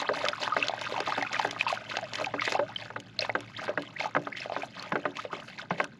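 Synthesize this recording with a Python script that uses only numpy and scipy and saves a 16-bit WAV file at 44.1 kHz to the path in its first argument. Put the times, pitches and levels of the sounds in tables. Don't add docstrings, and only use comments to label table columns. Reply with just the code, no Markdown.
import sys
import numpy as np
from scipy import signal
from scipy.fft import rfft, irfft, next_fast_len
from scipy.io import wavfile
from scipy.ndimage import map_coordinates

SR = 44100
rng = np.random.default_rng(int(sys.argv[2]) if len(sys.argv) > 2 else 0)


def master(y):
    cut = np.clip(np.atleast_2d(y).T, -1, 1)
    pcm = np.round(cut * 32767)
    wavfile.write(sys.argv[1], SR, pcm.astype(np.int16))


N = 264291

# f/Hz, gain/dB
SPRAY_SPECTRUM = [(800, -23), (1700, 0), (2600, 0.5), (3400, -0.5), (4500, -4), (7000, -15.5), (8200, -24),
                  (10000, -21.5), (12500, -38.5), (15500, -66.5)]
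# f/Hz, gain/dB
MIST_SPECTRUM = [(1500, -28), (3500, -6), (6500, 11.5), (8200, 1.5), (10000, 3.5), (12000, -9),
                 (14000, -17), (16000, -46)]


def amp(db):
    return 10 ** (np.asarray(db) / 20)


def unit(x):
    return x / np.sqrt(np.mean(x ** 2) + 1e-20)


def along(points, hz):
    f, v = np.transpose(points)
    return np.interp(np.log(hz + 1), np.log(f + 1), v)


def curve(points):
    return np.interp(np.arange(N) / SR, *np.transpose(points))


def wobble(rate, size=N):
    knots = rng.standard_normal(int(size * rate / SR) + 4)
    return map_coordinates(knots, [np.arange(size) * rate / SR])


def filtered(x, response):
    m = next_fast_len(N + SR // 2)
    return irfft(rfft(x, m) * response(np.fft.rfftfreq(m, 1 / SR)), m)[:N]


def coloured(x, spectrum):
    return filtered(x, lambda hz: amp(along(spectrum, hz)))


def add(track, s, sound):
    part = track[max(round(s * SR), 0):][:len(sound)]
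    part += sound[:len(part)]


def tone(hz):
    return np.sin(2 * np.pi * np.cumsum(hz, axis=-1) / SR)


def onset(t, rise_s):
    return 1 - np.exp(-(t / rise_s) ** 2)


def gate(t, length, attack_s, release_s):
    return np.clip(1 + t / attack_s, 0, 1) * np.exp(-np.maximum(t - length, 0) / release_s)


def yard():
    # f/Hz, gain/dB
    air_spectrum = [(25, -37), (50, -16), (85, -11), (125, 3), (200, 3), (400, -10), (1000, -35),
                    (2500, -32), (6000, -52), (12000, -60), (16000, -78)]
    # f/Hz, relative level/dB
    partials = [(61, -78), (110, -62.5), (120, -65.5)]
    # t/s, gain/dB
    hum_swell = [(0, 1.5), (1.5, 2.5), (2.4, 5.5), (3.4, 7.5), (4.2, -5), (5, -3.5), (6, -7)]
    hum = sum(amp(db) * np.sqrt(2) * tone(hz * (1 + 0.0139 * wobble(4.9))) for hz, db in partials)
    air = unit(coloured(rng.standard_normal(N), air_spectrum))
    return amp(-54.5) * air + hum * amp(curve(hum_swell) + 0.43 * wobble(4.8))


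def wall_echoes(x):
    # f/Hz, t60/s
    decay = [(200, 0.15), (600, 0.1), (2000, 0.021), (5000, 0.011), (12000, 0.026)]
    hz, t, noise = signal.stft(rng.standard_normal(SR // 4), SR, nperseg=256)
    tail = signal.istft(noise * amp(-60 * t / along(decay, hz)[:, None]), SR, nperseg=256)[1]
    tail = np.pad(tail / np.linalg.norm(tail), (SR // 600, 0))
    return signal.fftconvolve(x, tail)[:N]


def air_modes(x):
    # f/Hz, width/Hz, gain/dB
    modes = [(594, 67, -14.5), (1537, 90, 0.5), (2055, 93, -5), (2617, 110, -5)]
    return filtered(x, lambda f: 1 + sum(
        amp(db) * 1j * f * width / (hz * hz - f * f + 1j * f * width) for hz, width, db in modes))


def bucket_ring(t, damping_db_per_s=90):
    # f/Hz, relative level/dB, t60/s before the added damping
    modes = [(157.6, -11, 0.25), (188, -3, 0.17), (287.3, -1.5, 0.28), (368.5, -2, 0.29),
             (421, -10.5, 0.25), (518, -7.5, 0.23), (559.7, -1.5, 0.26), (618.5, -3.5, 0.19),
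             (685.5, -5, 0.18), (852, -11, 0.2), (1028, -16.5, 0.23), (1567, 2.5, 0.089),
             (2130, -12, 0.086)]
    hz, db, t60 = np.transpose(modes)[:, :, None]
    strength, detune = rng.standard_normal((2, len(modes), 1))
    sway = np.array([wobble(90, len(t)) for _ in modes])
    envelope = amp(db + 2.5 * strength - damping_db_per_s * t - 60 * t / t60)
    return (envelope * tone(hz * (1 + .02 * detune + .03 * sway))).sum(0)


def stirring(column, attack_s, release_s, swell_db, swirl_db):
    # t/s, length/s, spray level/dB, gurgle level/dB
    sweeps = [(0.0, 0.0051, -34, -36), (0.137, 0.14, -44, -39.5), (0.405, 0.068, -41, -42),
              (0.564, 0.12, -44, -44.5), (0.815, 0.18, -45.5, -43), (1.064, 0.12, -43.5, -40.5),
              (1.324, 0.14, -42.5, -45), (1.523, 0.025, -58, -41.5), (1.596, 0.022, -39.5, -51),
              (1.682, 0.062, -39.5, -44.5), (1.899, 0.085, -45.5, -41.5), (2.148, 0.072, -43, -39.5),
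              (2.417, 0.13, -39.5, -48.5), (2.68, 0.023, -55, -51), (2.782, 0.081, -48.5, -48.5),
              (3.215, 0.038, -41.5, -42.5), (3.377, 0.32, -57, -58.5), (3.583, 0.11, -49, -40),
              (3.802, 0.078, -53.5, -58), (3.993, 0.059, -42.5, -44), (4.373, 0.076, -45, -46),
              (4.528, 0.12, -50.5, -49.5), (4.741, 0.15, -51, -48), (4.928, 0.16, -58, -47.5),
              (5.161, 0.085, -47, -52), (5.323, 0.087, -48.5, -44), (5.483, 0.067, -51, -57),
              (5.587, 0.017, -43, -43.5), (5.707, 0.049, -52, -46), (5.782, 0.042, -46.5, -41.5)]
    # t/s, relative level/dB
    swirl = [(0, -42.5), (1.3, -41), (2.3, -44), (2.95, -51), (4.5, -48.5), (5.6, -52), (5.99, -55.5)]
    t = np.arange(N) / SR
    power = amp(curve(swirl) + swirl_db) ** 2
    for s, length, *levels in sweeps:
        progress = np.clip((t - s) / length, 0, 1)
        hold = amp(levels[column] + swell_db * (progress - .5))
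        power += (hold * gate(t - s, length, attack_s, release_s)) ** 2
    return 10 * np.log10(power)


def swarm(count, low_hz, high_hz, cycles, spread_db, lowest_glide, size):
    when, pitch, life, slide, strength = rng.random((count, 5)).T[:, :, None]
    t = np.arange(size) / SR
    hz = low_hz * (high_hz / low_hz) ** pitch
    t60 = cycles * (.5 + life) / hz
    age = np.minimum(t / t60, 2)
    gain = amp(spread_db * np.minimum(-np.log(1 - strength), 3)) * np.sqrt(hz / low_hz)
    envelope = gain * onset(t, 1.3 / hz) * amp(-60 * age)
    rings = envelope * tone(hz * 2 ** ((lowest_glide + slide) * age))
    where = (when * N).astype(int) + np.arange(size)
    return unit(np.bincount(where.ravel(), rings.ravel(), N)[:N])


def mist(attack_s=0.0051, release_s=0.0027):
    # t/s, length/s, level/dB
    bursts = [(0.162, 0.036, -56), (0.218, 0.027, -59), (0.441, 0.037, -58), (1.44, 0.022, -57),
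              (1.687, 0.041, -56.5), (2.13, 0.039, -62), (2.21, 0.012, -55.5), (2.445, 0.1, -61),
              (3.216, 0.032, -65), (3.637, 0.017, -55.5), (4.624, 0.048, -65), (5.432, 0.068, -67)]
    t = np.arange(N) / SR
    level = sum(amp(db) * gate(t - s, length, attack_s, release_s) for s, length, db in bursts)
    crackle = rng.standard_normal(N) * amp(4.3 * wobble(700) + 2.1 * wobble(110))
    return level * unit(coloured(crackle, MIST_SPECTRUM))


def droplets(spray_db, count=900, spread_db=5.5, spit_s=.0011, flight_s=0.0095):
    # f/Hz, gain/dB
    tick_spectrum = [(500, -5), (2500, 6), (5000, -7), (7000, -1.5), (8500, -20.5), (10500, -15.5),
                     (12500, -20), (15000, -68)]
    when, size = rng.random((count, 2)).T
    strengths = amp(spread_db * np.minimum(-np.log(1 - size), 3.2))
    landings = np.bincount((when * N).astype(int), strengths, N)
    spits = signal.lfilter([1], [1, -np.exp(-1 / (spit_s * SR))], landings)
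    ticks = unit(coloured(spits * rng.standard_normal(N), tick_spectrum))
    t = np.arange(N) / SR
    return ticks * amp(np.interp(t - flight_s, t, spray_db) - 11.5)


def spatters(crack_t60=0.019, tick_t60=0.0097):
    # t/s, crack level/dB, tick level/dB
    strikes = [(0.2517, -20, -47), (0.2854, -14.5, -38.5), (.434, -18, -57), (0.684, -17.5, -47),
               (0.7924, -30, -65), (0.813, -21.5, -44), (1.003, -20, -45), (1.224, -22.5, -47),
               (1.3298, -17.5, -63), (1.393, -20.5, -59), (1.51, -23, -37), (1.9691, -18.5, -64),
               (2.135, -21, -59), (2.155, -22.5, -51), (2.26, -23.5, -56), (2.443, -28, -52),
               (2.5215, -18, -41), (3.0013, -35, -42.5), (3.1898, -28, -40.5), (3.406, -31.5, -43.5),
               (3.641, -32, -53), (3.8216, -32.5, -43.5), (4.37, -27.5, -72), (4.825, -28, -45),
               (5.170, -26.5, -59), (5.8424, -25.5, -39)]
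    # f/Hz, gain/dB
    crack_spectrum = [(40, -34), (200, -6), (800, -4), (3000, 4.5), (5000, -2.5), (7000, -9.5),
                      (10000, -52), (16000, -70)]
    cracks, ticks = np.zeros((2, N))
    t = np.arange(SR // 40) / SR
    for s, crack_db, tick_db in strikes:
        add(cracks, s, amp(crack_db - 60 * t / crack_t60) * rng.standard_normal(len(t)))
        add(ticks, s, amp(tick_db - 60 * t / tick_t60) * rng.standard_normal(len(t)))
    return coloured(cracks, crack_spectrum) + coloured(ticks, MIST_SPECTRUM)


def chirps(spray_db):
    rising = swarm(1100, low_hz=1600, high_hz=7500, cycles=32, spread_db=3.5, lowest_glide=.15, size=1400)
    return unit(coloured(rising, SPRAY_SPECTRUM)) * amp(spray_db - 2.5)


def whoops(mean_octaves_per_s=39):
    # t/s, length/s, relative level/dB, starting f/Hz
    pockets = [(0.054, 0.036, -29.5, 2040), (0.118, 0.041, -25, 668), (1.265, 0.011, -21, 2190),
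               (2.376, 0.018, -26, 1180), (2.622, 0.018, -37, 1007), (2.657, 0.017, -40, 1090),
               (2.727, 0.018, -39, 1530), (3.546, 0.0078, -30, 1900), (3.564, 0.011, -24, 3160),
               (3.96, 0.015, -24, 1650), (4.319, 0.016, -26, 1660), (4.348, 0.012, -25.5, 1640),
               (5.186, 0.015, -22.5, 1053), (5.298, .025, -33, 817)]
    out = np.zeros(N)
    for s, length, db, hz in pockets:
        progress = np.linspace(0, 1, int(length * SR))
        octaves = mean_octaves_per_s * length * progress ** 1.3
        flutter = 1 + .075 * wobble(900, len(progress))
        add(out, s, amp(db) * np.sin(np.pi * progress) * tone(hz * flutter * 2 ** octaves))
    return out * amp(2.7 * wobble(400) - 7.5)


def churn(spray_db, gurgle_db, calm_db=-50):
    # f/Hz, gain/dB
    gurgle_spectrum = [(40, -61), (150, -2), (300, 12), (450, -4), (600, 1), (1000, 2.5), (1600, 2),
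                       (2100, -6), (3000, -38), (6000, -77)]
    flicker_db = 2.5 * wobble(110)
    large = swarm(1700, low_hz=480, high_hz=2600, cycles=12, spread_db=3.5, lowest_glide=-.3, size=1200)
    small = swarm(10000, low_hz=1800, high_hz=9000, cycles=16, spread_db=4, lowest_glide=-.2, size=360)
    broken = 1 / (1 + amp(calm_db - spray_db))
    tearing = rng.standard_normal(N) * amp(broken * (4 * wobble(450) - 2))
    gurgle = unit(coloured(broken * large + 0.4 * rng.standard_normal(N), gurgle_spectrum))
    spray = unit(coloured(broken * small + 0.47 * tearing, SPRAY_SPECTRUM))
    return (gurgle * amp(gurgle_db - 1) + spray * amp(spray_db - 3)) * amp(broken * flicker_db)


def bubbles(splash_t60=0.013):
    # t/s, level/dB, f/Hz, t60/s, glide/octaves over that time
    big_bubbles = [(.001, -22, 3960, 0.0093, 0.15), (.095, -19.5, 493, 0.03, -0.43),
                   (.109, -21.5, 519, 0.051, 1.27), (.241, -14.5, 645, 0.02, -0.7),
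                   (.261, -18.5, 1365, 0.016, -0.4), (.332, -18.5, 1350, 0.015, 0.12),
                   (0.477, -5, 970, 0.0051, 0.15), (0.5215, -18.5, 1265, 0.034, -0.44),
                   (.5375, -21.5, 1200, 0.012, 0.078), (.626, -12.5, 2630, 0.015, 0.0035),
                   (.670, -26.5, 4900, 0.007, 0.88), (.695, -15.5, 773, 0.018, -0.31),
                   (.736, -13.5, 776, 0.011, -0.035), (.922, -16.5, 477, 0.014, 0.45),
                   (.961, -23.5, 922, 0.034, 0.34), (.978, -20.5, 880, 0.029, -1.45),
                   (.991, -19.5, 840, 0.011, -0.31), (1.088, -25, 814, 0.059, 0.71),
                   (1.122, -15, 1210, 0.013, -0.3), (1.212, -16.5, 2100, 0.01, 0.06),
                   (1.224, -17.5, 770, 0.021, -0.075), (1.228, -22, 1770, 0.032, 0.65),
                   (1.249, -27.5, 1413, 0.036, -0.1), (1.345, -16.5, 1925, 0.012, 0.099),
                   (1.364, -21.5, 2380, 0.02, 0.29), (1.396, -8, 933, 0.012, -0.47),
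                   (1.450, -12.5, 790, 0.011, -0.3), (1.610, -9, 2580, 0.01, -0.29),
                   (1.665, -18.5, 1017, 0.041, -0.72), (1.681, -19.5, 2670, .012, 0.096),
                   (1.702, -23, 1062, 0.042, 0.46), (1.726, -14.5, 690, 0.024, -0.077),
                   (1.969, -18, 785, 0.018, -0.59), (2.026, -28, 692, 0.081, -0.57),
                   (2.245, -14.5, 2530, 0.0081, -0.32), (2.267, -25, 900, 0.05, -0.99),
                   (2.395, -18.5, 2170, 0.015, -0.12), (2.418, -23, 2100, 0.026, -0.44),
                   (2.42, -14.5, 1220, 0.0097, 0.2), (2.55, -15, 625, 0.039, 2.1),
                   (2.591, -19, 556, 0.12, 0.36), (2.69, -38, 758, 0.1, 1.6),
                   (2.7605, -21, 3250, 0.019, -0.098), (3.191, -11.5, 4480, 0.0069, -0.38),
                   (3.193, -28.5, 658, 0.041, -0.062), (3.207, -21.5, 4750, 0.0099, 0.9),
                   (3.222, -24, 577, 0.03, -0.31), (3.223, -24.5, 2690, 0.031, -0.06),
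                   (3.294, -9, 710, 0.0087, -0.052), (3.299, -16, 2160, 0.0096, -0.28),
                   (3.691, -19, 557, 0.036, 0.54), (4.002, -18, 2400, 0.014, -0.67),
                   (4.009, -17.5, 770, 0.013, 0.64), (4.056, -16, 833, 0.019, 0.033),
                   (4.17, -32, 166, 0.086, -0.32), (4.458, -17, 554, 0.011, 0.44),
                   (4.497, -20, 730, 0.02, -0.13), (4.52, -17, 700, 0.014, -0.21),
                   (4.403, -30, 4660, 0.01, 0.55), (4.621, -26, 2470, 0.018, -0.43),
                   (4.633, -21, 720, 0.022, -0.23), (4.796, -26.5, 4110, 0.01, 0.17),
                   (4.927, -25, 186, 0.071, 0.39), (5.25, -20.5, 625, 0.017, -0.95),
                   (5.711, -22.5, 181, 0.089, 0.17)]
    # f/Hz, gain/dB
    splash_spectrum = [(100, -39), (600, -1), (2300, 4), (4000, -6.5), (16000, -80)]
    rings, splashes = np.zeros((2, N))
    t = np.arange(SR // 5) / SR
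    for s, db, hz, t60, glide in big_bubbles:
        quiver = 1 + .036 * wobble(350, len(t))
        age = np.minimum(t / t60, 2)
        swell = amp(db) * onset(t, 0.0002 + 0.82 / hz)
        add(rings, s, swell * amp(-60 * age ** 1.364) * tone(hz * quiver * 2 ** (glide * age)))
        add(splashes, s, swell * amp(-60 * t / min(t60, splash_t60)) * rng.standard_normal(len(t)))
    return rings + amp(-3.5) * coloured(splashes, splash_spectrum)


def plunks(fall_s=0.00711, blow_s=0.018, wash_t60=0.067, thud_t60=0.15):
    # t/s, relative level/dB, nominal f/Hz, jolt gain/dB
    closures = [(0.089, -13, 1995, -24), (0.565, -13.5, 1830, -19), (1.003, -18, 1055, -37),
                (1.069, -26.5, 1350, -10), (1.178, -17, 1113, -18), (1.446, -14, 1924, -18.5),
                (1.968, -29, 1640, -35), (2.21, -23, 1470, -34), (2.338, -18, 1180, -14),
                (2.476, -14.5, 1714, -27), (2.521, -19, 1370, -22), (2.592, -15, 1660, -18.5),
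                (2.902, -27.5, 1750, -37), (2.960, -20.5, 1690, -17.5), (3.351, -11.5, 1890, -19),
                (3.679, -20, 1560, -15.5), (3.774, -15, 1863, -15.5), (4.149, -15.5, 2020, -13),
                (4.163, -12.5, 1870, -17), (4.269, -20.5, 1812, -19), (4.563, -18, 1800, -15),
                (4.92, -14.5, 2210, -14), (4.955, -14, 1680, -15.5), (5.053, -14.5, 2168, -14.5),
                (5.328, -20, 1715, -21), (5.706, -14, 1804, -18.5), (5.800, -11.5, 1987, -17.5)]
    # f/Hz, gain/dB
    thud_spectrum = [(40, -51), (200, -10), (300, -5), (800, -21), (1800, -12), (16000, -88)]
    # f/Hz, gain/dB
    smack_spectrum = [(40, -33), (150, -17.5), (400, 8), (2000, 1.5), (3000, -10), (5000, -28),
                      (16000, -80)]
    slaps, smack, ring, thud, wash = np.zeros((5, N))
    t = np.arange(SR // 4) / SR
    for s, db, hz, jolt_db in closures:
        dive = hz * (0.1905 + 0.921 * np.exp(-t / (fall_s * rng.uniform(.8, 1.25))))
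        blow = amp(db - 2 - 36.5 * (t / blow_s) ** 1.35) * onset(t, rise_s=0.0014)
        upper, lower = (tone(dive * ratio * (1 + 0.094 * wobble(251, len(t)))) for ratio in (1, .52))
        jolt = amp(db + jolt_db) * onset(t, rise_s=0.007)
        add(slaps, s, blow * (0.77 * upper + 0.53 * lower))
        add(smack, s, blow * rng.standard_normal(len(t)))
        add(wash, s, amp(db - 27 - 60 * t / wash_t60) * rng.standard_normal(len(t)))
        add(ring, s, amp(-3.5) * jolt * bucket_ring(t))
        add(thud, s, amp(4 - 60 * t / thud_t60) * jolt * rng.standard_normal(len(t)))
    splash = coloured(wash, SPRAY_SPECTRUM) + coloured(smack, smack_spectrum)
    return slaps + ring + coloured(thud, thud_spectrum) + air_modes(splash)


def scene():
    spray_db = stirring(column=0, attack_s=0.014, release_s=0.021, swell_db=-3, swirl_db=-7.5)
    gurgle_db = stirring(column=1, attack_s=0.0011, release_s=0.057, swell_db=1.5, swirl_db=-4.5)
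    splashing = air_modes(churn(spray_db, gurgle_db) + spatters() + droplets(spray_db))
    water = splashing + chirps(spray_db) + whoops() + mist() + bubbles() + plunks()
    return (water + amp(-10.5) * wall_echoes(water) + yard())[None]


def record(dry, notch_hz=8950, notch_width_hz=380, top_hz=15800):
    port = lambda hz: 1 - 0.74 * np.exp(-((hz - notch_hz) / notch_width_hz) ** 2)
    return filtered(dry[0], lambda hz: port(hz) * (hz < top_hz))[None]


dry = scene()
out = record(dry)
master(out)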